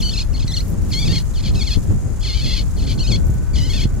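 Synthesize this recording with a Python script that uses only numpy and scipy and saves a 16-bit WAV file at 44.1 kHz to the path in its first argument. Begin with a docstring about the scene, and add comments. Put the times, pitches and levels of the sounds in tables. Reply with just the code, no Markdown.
"""Frozen cable car squealing in the wind

Frozen machinery squeals in repeated strokes: steel sticks and slips, and each slip rings the same
metal body. Fast slipping whistles cleanly; slow slipping under load turns into a rasp. Mountain wind
rumbles and thumps on the two microphone openings. Behind it are a fine sizzle, an icy hiss, brief
scrapes, steady air and a faint whine."""
import sys
import numpy as np
from scipy import signal
from scipy.fft import rfft, irfft
from scipy.io import wavfile
from scipy.ndimage import uniform_filter1d, minimum_filter1d

SR = 44100
rng = np.random.default_rng(int(sys.argv[2]) if len(sys.argv) > 2 else 0)


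def file_out(sig):
    """Save sig as 16-bit WAV at sys.argv[1]."""
    # one column per channel
    cols = np.atleast_2d(sig).T
    # limit, then scale
    lim = np.clip(cols, -1, 1)
    pcm = np.round(lim * 32767).astype(np.int16)
    wavfile.write(sys.argv[1], SR, pcm)


N = 176400
T = np.arange(N) / SR
FREQ = np.arange(N // 2 + 1) * SR / N

# How the steel slips, one list for each squeal: time_s, slip_rate_hz, force_db
SQUEAL_STROKES = [
    [(0.002, 3600, -24), (0.022, 2116, -24.5), (0.027, 1384, -19.5), (0.043, 1530, -21.5),
     (0.07, 1503, -19.5), (0.08, 1626, -26), (0.095, 1456, -20), (0.108, 1540, -28), (0.118, 1844, -23),
     (0.133, 1630, -25), (0.141, 1284, -20.5), (0.155, 1346, -22), (0.162, 1190, -24), (0.18, 1490, -19.5),
     (0.192, 1084, -21), (0.2, 1490, -21), (0.213, 1240, -21), (0.224, 1280, -24), (0.234, 1720, -36)],
    [(0.332, 2870, -32), (0.346, 2105, -34), (0.359, 2240, -32), (0.371, 1295, -32.5), (0.384, 1620, -32)],
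    [(0.393, 1800, -31), (0.404, 1256, -25.5), (0.42, 1310, -29.5), (0.43, 1040, -29.5), (0.45, 1780, -39)],
    [(0.463, 3510, -41.5), (0.481, 1967, -22), (0.498, 2116, -25.5), (0.523, 1736, -22), (0.543, 2150, -24),
     (0.563, 1760, -22.5), (0.569, 1470, -17.5), (0.583, 1357, -21.5), (0.587, 1955, -25),
     (0.602, 2000, -24.5), (0.62, 3000, -34)],
    [(0.908, 2847, -30), (0.925, 2140, -22), (0.938, 1147, -18.5), (0.95, 1023, -21), (0.963, 1097, -24),
     (0.98, 1065, -20), (1.01, 1210, -22), (1.022, 1116, -20.5), (1.045, 1126, -23), (1.058, 1334, -22.5),
     (1.08, 1165, -20), (1.087, 887, -23), (1.122, 910, -19), (1.133, 1090, -21.5), (1.146, 1057, -22),
     (1.15, 859, -23), (1.159, 788, -15), (1.163, 1105, -19.5), (1.18, 1060, -25), (1.184, 911, -17.5),
     (1.197, 963, -26.5), (1.215, 1607, -38)],
    [(1.34, 1974, -34), (1.362, 1556, -33), (1.383, 1454, -30.5), (1.398, 940, -31.5), (1.41, 1245, -30)],
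    [(1.428, 1356, -31), (1.448, 852, -27.5), (1.462, 787, -21.5), (1.479, 722, -23.5), (1.489, 1017, -26),
     (1.508, 1780, -34)],
    [(1.538, 2130, -36.5), (1.558, 1293, -25), (1.586, 1337, -25.5), (1.623, 1061, -20.5),
     (1.657, 1370, -29.5), (1.677, 1081, -21.5), (1.695, 959, -25.5), (1.718, 835, -19),
     (1.742, 908, -21.5), (1.749, 1056, -25), (1.763, 1810, -30)],
    [(2.208, 1570, -38), (2.22, 1807, -36), (2.232, 1537, -25.5), (2.24, 1178, -26), (2.254, 1055, -23),
     (2.27, 890, -22.5), (2.287, 750, -21.5), (2.318, 706, -22.5), (2.365, 792, -23), (2.4, 770, -23),
     (2.43, 903, -25), (2.455, 798, -20.5), (2.47, 646, -21.5), (2.49, 717, -22), (2.51, 651, -19),
     (2.532, 703, -20), (2.562, 610, -20), (2.568, 850, -20), (2.595, 721, -21), (2.61, 792, -28),
     (2.63, 1285, -36)],
    [(2.765, 2360, -41), (2.785, 1625, -34), (2.806, 1264, -32.5), (2.82, 1353, -30), (2.836, 822, -33),
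     (2.853, 1080, -30)],
    [(2.866, 1258, -29.5), (2.888, 802, -25.5), (2.906, 771, -21), (2.92, 726, -23.5), (2.93, 1180, -27),
     (2.95, 1650, -39)],
    [(2.976, 2290, -37), (2.997, 1344, -23.5), (3.021, 1515, -25.5), (3.035, 1364, -26), (3.056, 1211, -24),
     (3.085, 1642, -23.5), (3.104, 1298, -26.5), (3.118, 1185, -17.5), (3.138, 1038, -21),
     (3.16, 1170, -22), (3.178, 2175, -41)],
    [(3.533, 2266, -42), (3.543, 2415, -26), (3.552, 2120, -28), (3.558, 1690, -21), (3.57, 1057, -24.5),
     (3.585, 946, -17.5), (3.591, 1160, -23), (3.597, 1001, -25), (3.62, 975, -22), (3.655, 1040, -25),
     (3.677, 937, -26), (3.707, 1144, -22), (3.731, 960, -25), (3.736, 820, -19), (3.76, 914, -21.5),
     (3.793, 763, -21), (3.815, 870, -19), (3.821, 1106, -22), (3.833, 1091, -22), (3.838, 820, -19.5),
     (3.858, 1074, -31)],
]
def squeals():
    """The slips ring the steel, the contact grinds, and the frame scatters the ringing."""
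    pulses, force = sum(np.array(stick_slip(stroke)) for stroke in SQUEAL_STROKES)
    ringing = steel_ring(pulses)
    grind = undb(-31.5) * force * unit(band(rng.standard_normal((2, N)), hz=9700, width_hz=2600))
    return ringing + grind + undb(-10.5) * frame_echo(ringing)


def stick_slip(stroke, clean_hz=1146, rasp_hz=587, attack_s=.003, release_s=.004):
    """Steel grips and lets go, one pulse a slip. Gives the pulses and the force of one squeal."""
    times, rate_hz, force_db = np.array(stroke).T
    rate = np.interp(T, times, rate_hz) * (1 + .0152 * wander(170))
    level_db = np.interp(T, times, force_db)
    gate = np.clip((T - times[0]) / attack_s + 1, 0, 1) * np.clip((times[-1] - T) / release_s + 1, 0, 1)
    force = gate * undb(level_db)
    sounding = np.flatnonzero(gate)
    slips_so_far = np.cumsum(rate[sounding]) / SR
    at = np.interp(np.arange(1, slips_so_far[-1]), slips_so_far, sounding)  # slip times, in samples
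    sample = at.astype(int)
    period = SR / rate[sample]
    # Slow slipping or a loose contact makes the timing and strength uneven.
    slowness = np.clip((clean_hz - rate) / (clean_hz - rasp_hz), 0, 1)
    looseness = np.clip((-27 - level_db) / 7, 0, 1)
    rasp = np.maximum(slowness, looseness)[sample]
    jitter, strength, shift = rng.standard_normal((3, len(at)))
    at = at + jitter * period * (.003 + .011 * rasp)
    snag = rng.random(len(at)) < 70 * (.1 + rasp) / rate[sample]  # a snag breaks the rhythm
    at = at + np.cumsum(snag * shift * .28 * period)
    size = force[sample] * np.sqrt(period) * undb(.7 * (2 + rasp) * strength)
    alternate = (-1) ** np.arange(len(at))  # rough slips fall into strong-weak pairs now and then
    size = size * (1 + alternate * np.clip(.2 * rasp * wander(45)[sample], -1, 1))
    pulses = slip_pulses(at, size, period)
    dull = signal.sosfiltfilt(signal.butter(2, 6300, fs=SR, output="sos"), pulses)
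    grit = undb(-46) * force * rng.standard_normal(N)
    return pulses + slowness * (dull - pulses) + grit, force  # slow slips lose their treble


def slip_pulses(at, size, period, lost_share=.35):
    """Each slip is a sharp click; the row of clicks loses a share of its lowest tone."""
    taps = at.astype(int)[:, None] + np.arange(-7, 9)
    offset = taps - at[:, None]
    click = np.sinc(offset) * np.sinc(offset / 8)  # lets a click fall between two samples
    pulses = np.bincount(np.clip(taps, 0, N - 1).ravel(), (size[:, None] * click).ravel(), N)
    cycle = np.interp(T * SR, at, np.arange(len(at)))
    lowest_tone = 2 * np.interp(T * SR, at, size / period, left=0, right=0) * np.cos(2 * np.pi * cycle)
    return pulses - lost_share * lowest_tone


# The pitches at which the steel rings: pitch_hz, width_hz, left_db, right_db
STEEL_RINGS = [(2202, 74, -33, -23), (2394, 630, -16, -14), (3060, 110, -18.5, -22.5),
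               (3400, 413, -6, -11.5), (4258, 256, -1.5, -3), (4930, 95, -18.5, -9.5),
               (5665, 190, -25, -14), (6240, 230, -17.5, -16)]
# Boost or cut of the strongest ring, which weakens in the last squeal: time_s, gain_db
MAIN_RING_GAIN = [(3.2, 1), (3.55, -5.5)]
def steel_ring(pulses, left_delay_s=.00003, high_cut_hz=8000, low_cut_hz=2150, gain_db=11):
    """The steel rings with every pulse and gives off little sound below its lowest ring."""
    body = sum(resonance(hz, width) * undb([[left], [right]]) for hz, width, left, right in STEEL_RINGS)
    delay = np.exp(-2j * np.pi * FREQ * np.array([[left_delay_s], [0]]))
    ring = irfft(rfft(pulses) * body * delay / (1 + (FREQ / high_cut_hz) ** 6), N)
    ring = ring + (undb(curve(MAIN_RING_GAIN)) - 1) * band(ring, hz=4260, width_hz=710)
    return undb(gain_db) * signal.sosfilt(signal.butter(4, low_cut_hz, "high", fs=SR, output="sos"), ring)


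def frame_echo(sound, fade_60_db_s=.11):
    """The frame scatters the sound into a short, smooth echo."""
    tail = rng.standard_normal((2, N // 8)) * np.exp(-np.log(1000) * T[:N // 8] / fade_60_db_s)
    tail = tail / np.sqrt(np.sum(tail ** 2, axis=1, keepdims=True))
    return signal.fftconvolve(sound, tail, axes=1)[:, :N]


# Tone of the wind's rumble: pitch_hz, relative_db
WIND_TONE = [(12, -26), (20, -1), (43, 2), (77, -2.5), (143, -8.5), (594, -35.5), (1200, -52), (1560, -120)]
# Strength of the wind: time_s, relative_db
WIND_STRENGTH = [(0, 1.5), (1.6, 1), (2.15, 0.5), (3.2, 4), (4, 2.5)]
# Gusts that swell and fade: peak_s, length_s, left_db, right_db
GUSTS = [(0.93, 0.25, -20, -26.5), (1.11, 0.1, -23.5, -14), (1.55, 0.16, -19, -20.5),
         (1.915, 0.064, -18.5, -16.5), (3.173, 0.057, -19, -21)]
# Tone of a gust: pitch_hz, relative_db
GUST_TONE = [(30, -11), (75, -0.5), (170, -4.5), (600, -31), (3000, -54)]
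def wind(left_db=-16, right_db=-18.5, eddy_db=3.5, deep_hz=130):
    """Swirling air rumbles on each microphone opening; eddies stir its upper part, and gusts swell."""
    strength = curve(WIND_STRENGTH)
    flow = noise(WIND_TONE)
    deep = irfft(rfft(flow) / (1 + (FREQ / deep_hz) ** 4), N)
    eddies = np.array([wander(21.75) for _ in range(2)])
    upper = (flow - deep) * undb(eddy_db * eddies - 2.5)
    rumble = (deep + upper) * undb(strength - strength.mean())
    gusts = sum(swell(at, length) * undb([[left], [right]]) for at, length, left, right in GUSTS)
    return rumble * undb([[left_db], [right_db]]) + gusts * noise(GUST_TONE)


# Sharp eddies that hit the microphone: time_s, left_db, right_db
WIND_THUMPS = [(0.447, -11, -10), (1.773, 0.5, -33), (1.898, -8, -24), (1.908, -21, -3.5),
               (3.271, -9.5, -8.5), (3.297, -5.5, -8.5), (3.856, -10, 0.5)]
def wind_thumps(pitch_hz=62, flip_s=.0009, decay_s=.007, flurry_s=.017):
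    """Each eddy pushes on the openings, flips to suction and dies away in a flurry of rough air."""
    out, rough_air = 0, noise(GUST_TONE)
    for at, left, right in WIND_THUMPS:
        t = T - at
        swing = -np.tanh(t / flip_s) * np.cos(2 * np.pi * pitch_hz * t) * np.exp(-abs(t) / decay_s)
        flurry = undb(-15) * rough_air * np.exp(-(t / flurry_s) ** 2)
        out = out + (swing + flurry) * undb([[left], [right]])
    return out


# The rings that colour the sizzle: pitch_hz, width_hz, relative_db
SIZZLE_RINGS = [(4960, 290, -5), (6910, 1670, 2), (10370, 950, -10.5)]
# Loudness of the sizzle: time_s, level_db
SIZZLE_LEVEL = [(.2, -53), (1.3, -48.5), (2.7, -47.5), (3.6, -50)]
def sizzle(chirps_per_s=480, from_hz=3000, to_hz=13000, typical_s=.012, scatter_db=3):
    """Tiny rising chirps at random moments, perhaps from ice on the running cable."""
    out = np.zeros((2, N + SR))
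    for when, stretch, right_phase in rng.random((int(chirps_per_s * N / SR), 3)):
        progress = np.linspace(0, 1, int(typical_s * (.5 + stretch) * SR))
        phase = np.cumsum(from_hz + (to_hz - from_hz) * progress) / SR + np.array([[0], [right_phase]])
        start = int(when * N)
        size = undb(scatter_db * np.clip(rng.standard_normal((2, 1)), -2, 2))
        out[:, start:start + len(progress)] += size * np.sin(np.pi * progress) * np.sin(2 * np.pi * phase)
    colour = sum(undb(db) * abs(resonance(hz, width)) ** 2 for hz, width, db in SIZZLE_RINGS)
    return undb(curve(SIZZLE_LEVEL)) * unit(irfft(rfft(out[:, :N]) * colour, N))


# Tone of the hiss: pitch_hz, relative_db
HISS_TONE = [(3000, -4), (6500, 2.5), (8700, -1), (10800, 0), (15500, -9)]
# How the hiss rises and falls: time_s, relative_db
HISS_SWELLS = [(0, -45), (.43, -54), (.56, -45), (.79, -50), (.95, -44), (1.52, -51), (1.72, -47),
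               (2.1, -53), (2.5, -48), (3.2, -50), (3.46, -53), (3.78, -46), (3.92, -53)]
def icy_hiss(gain_db=.5, flicker_db=1.57):
    """A high hiss that swells slowly and flickers quickly."""
    return noise(HISS_TONE, share=.14) * undb(gain_db + curve(HISS_SWELLS) + flicker_db * wander(90))


# Brief scrapes: peak_s, length_s, level_db
CRISP_SCRAPES = [(.65, .11, -52), (.7, .025, -48), (3.28, .02, -50), (3.32, .1, -53)]
def scrapes(crackle_db=3.5):
    """Short swells of bright, crackly noise that sound like dry snow."""
    bright = band(rng.standard_normal((2, N)), hz=12100, width_hz=3500)
    crackly = unit(bright * undb(crackle_db * wander(700)))
    return crackly * sum(undb(db) * swell(at, length) for at, length, db in CRISP_SCRAPES)


# Tone of the air and distant machinery: pitch_hz, relative_db
AIR_TONE = [(400, -2), (800, -5.5), (1400, -8), (2200, -14.5), (4000, -27.5), (15000, -52)]
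def steady_air(level_db=-45.5):
    """Air and distant machinery blend into a soft, even rush."""
    return undb(level_db) * noise(AIR_TONE, share=.45)


def whine(pitch_hz=1498, level_db=-53.5, start_s=2.7, rise_s=.2):
    """A thin, slightly wavering tone that sets in late."""
    phase = np.cumsum(pitch_hz * (1 + .0012 * wander(24.9))) / SR
    return undb(level_db) * np.sin(2 * np.pi * phase) * np.clip((T - start_s) / rise_s, 0, 1)


def undb(db):
    """Turn decibels into a gain."""
    return 10 ** (np.asarray(db) / 20)


def unit(x):
    """Scale a sound to an average power of 1."""
    return x / np.sqrt(np.mean(x ** 2))


def curve(rows):
    """Join (time_s, value) rows by straight lines."""
    return np.interp(T, *np.array(rows).T)


def swell(peak_s, length_s):
    """A bell-shaped rise and fall."""
    return np.exp(-2 * ((T - peak_s) / length_s) ** 2)


def wander(steps_per_s):
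    """Smooth random motion with a spread near 1."""
    hold = max(int(SR / steps_per_s), 1)
    steps = np.repeat(rng.standard_normal(N // 40), hold)[:N]
    return 1.56 * uniform_filter1d(uniform_filter1d(steps, hold), hold)


def noise(tone, share=0):
    """Stereo noise shaped by (pitch_hz, relative_db) rows; both sides have a share of it in common."""
    hz, db = np.array(tone).T
    octave = np.log2(FREQ + 1)
    octaves_outside = np.maximum(np.log2(hz[0]) - octave, 0) + np.maximum(octave - np.log2(hz[-1]), 0)
    gain = undb(np.interp(octave, np.log2(hz), db) - 20 * octaves_outside)
    white = rng.standard_normal((3, N))
    stereo = np.sqrt(1 - share) * white[:2] + np.sqrt(share) * white[2]
    return unit(irfft(rfft(stereo) * gain, N))


def resonance(hz, width_hz):
    """How one ring responds to each frequency, with gain 1 at its centre."""
    return 1j * FREQ * width_hz / (hz ** 2 - FREQ ** 2 + 1j * FREQ * width_hz)


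def band(x, hz, width_hz):
    """Pass a sound through one resonance."""
    return irfft(rfft(x) * resonance(hz, width_hz), N)


def scene(fade_s=.005):
    """Machinery, wind and background at the microphone, with a very short fade at both ends."""
    mix = squeals() + wind() + wind_thumps() + sizzle() + icy_hiss() + scrapes() + steady_air() + whine()
    return mix * np.clip(np.minimum(T, T[-1] - T) / fade_s, 0, 1)


def record(dry, low_cut_hz=18, ceiling=.85, high_cut_hz=15700):
    """The recorder cuts the deepest rumble, turns the hardest gusts down and cuts the highest treble."""
    thinned = signal.sosfilt(signal.butter(2, low_cut_hz, "high", fs=SR, output="sos"), dry)
    needed_gain = ceiling / np.maximum(abs(thinned), ceiling)
    smooth_gain = uniform_filter1d(minimum_filter1d(needed_gain, size=401), size=401)
    return signal.sosfilt(signal.ellip(10, .2, 80, high_cut_hz, fs=SR, output="sos"), thinned * smooth_gain)


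dry = scene()
out = record(dry)
file_out(out)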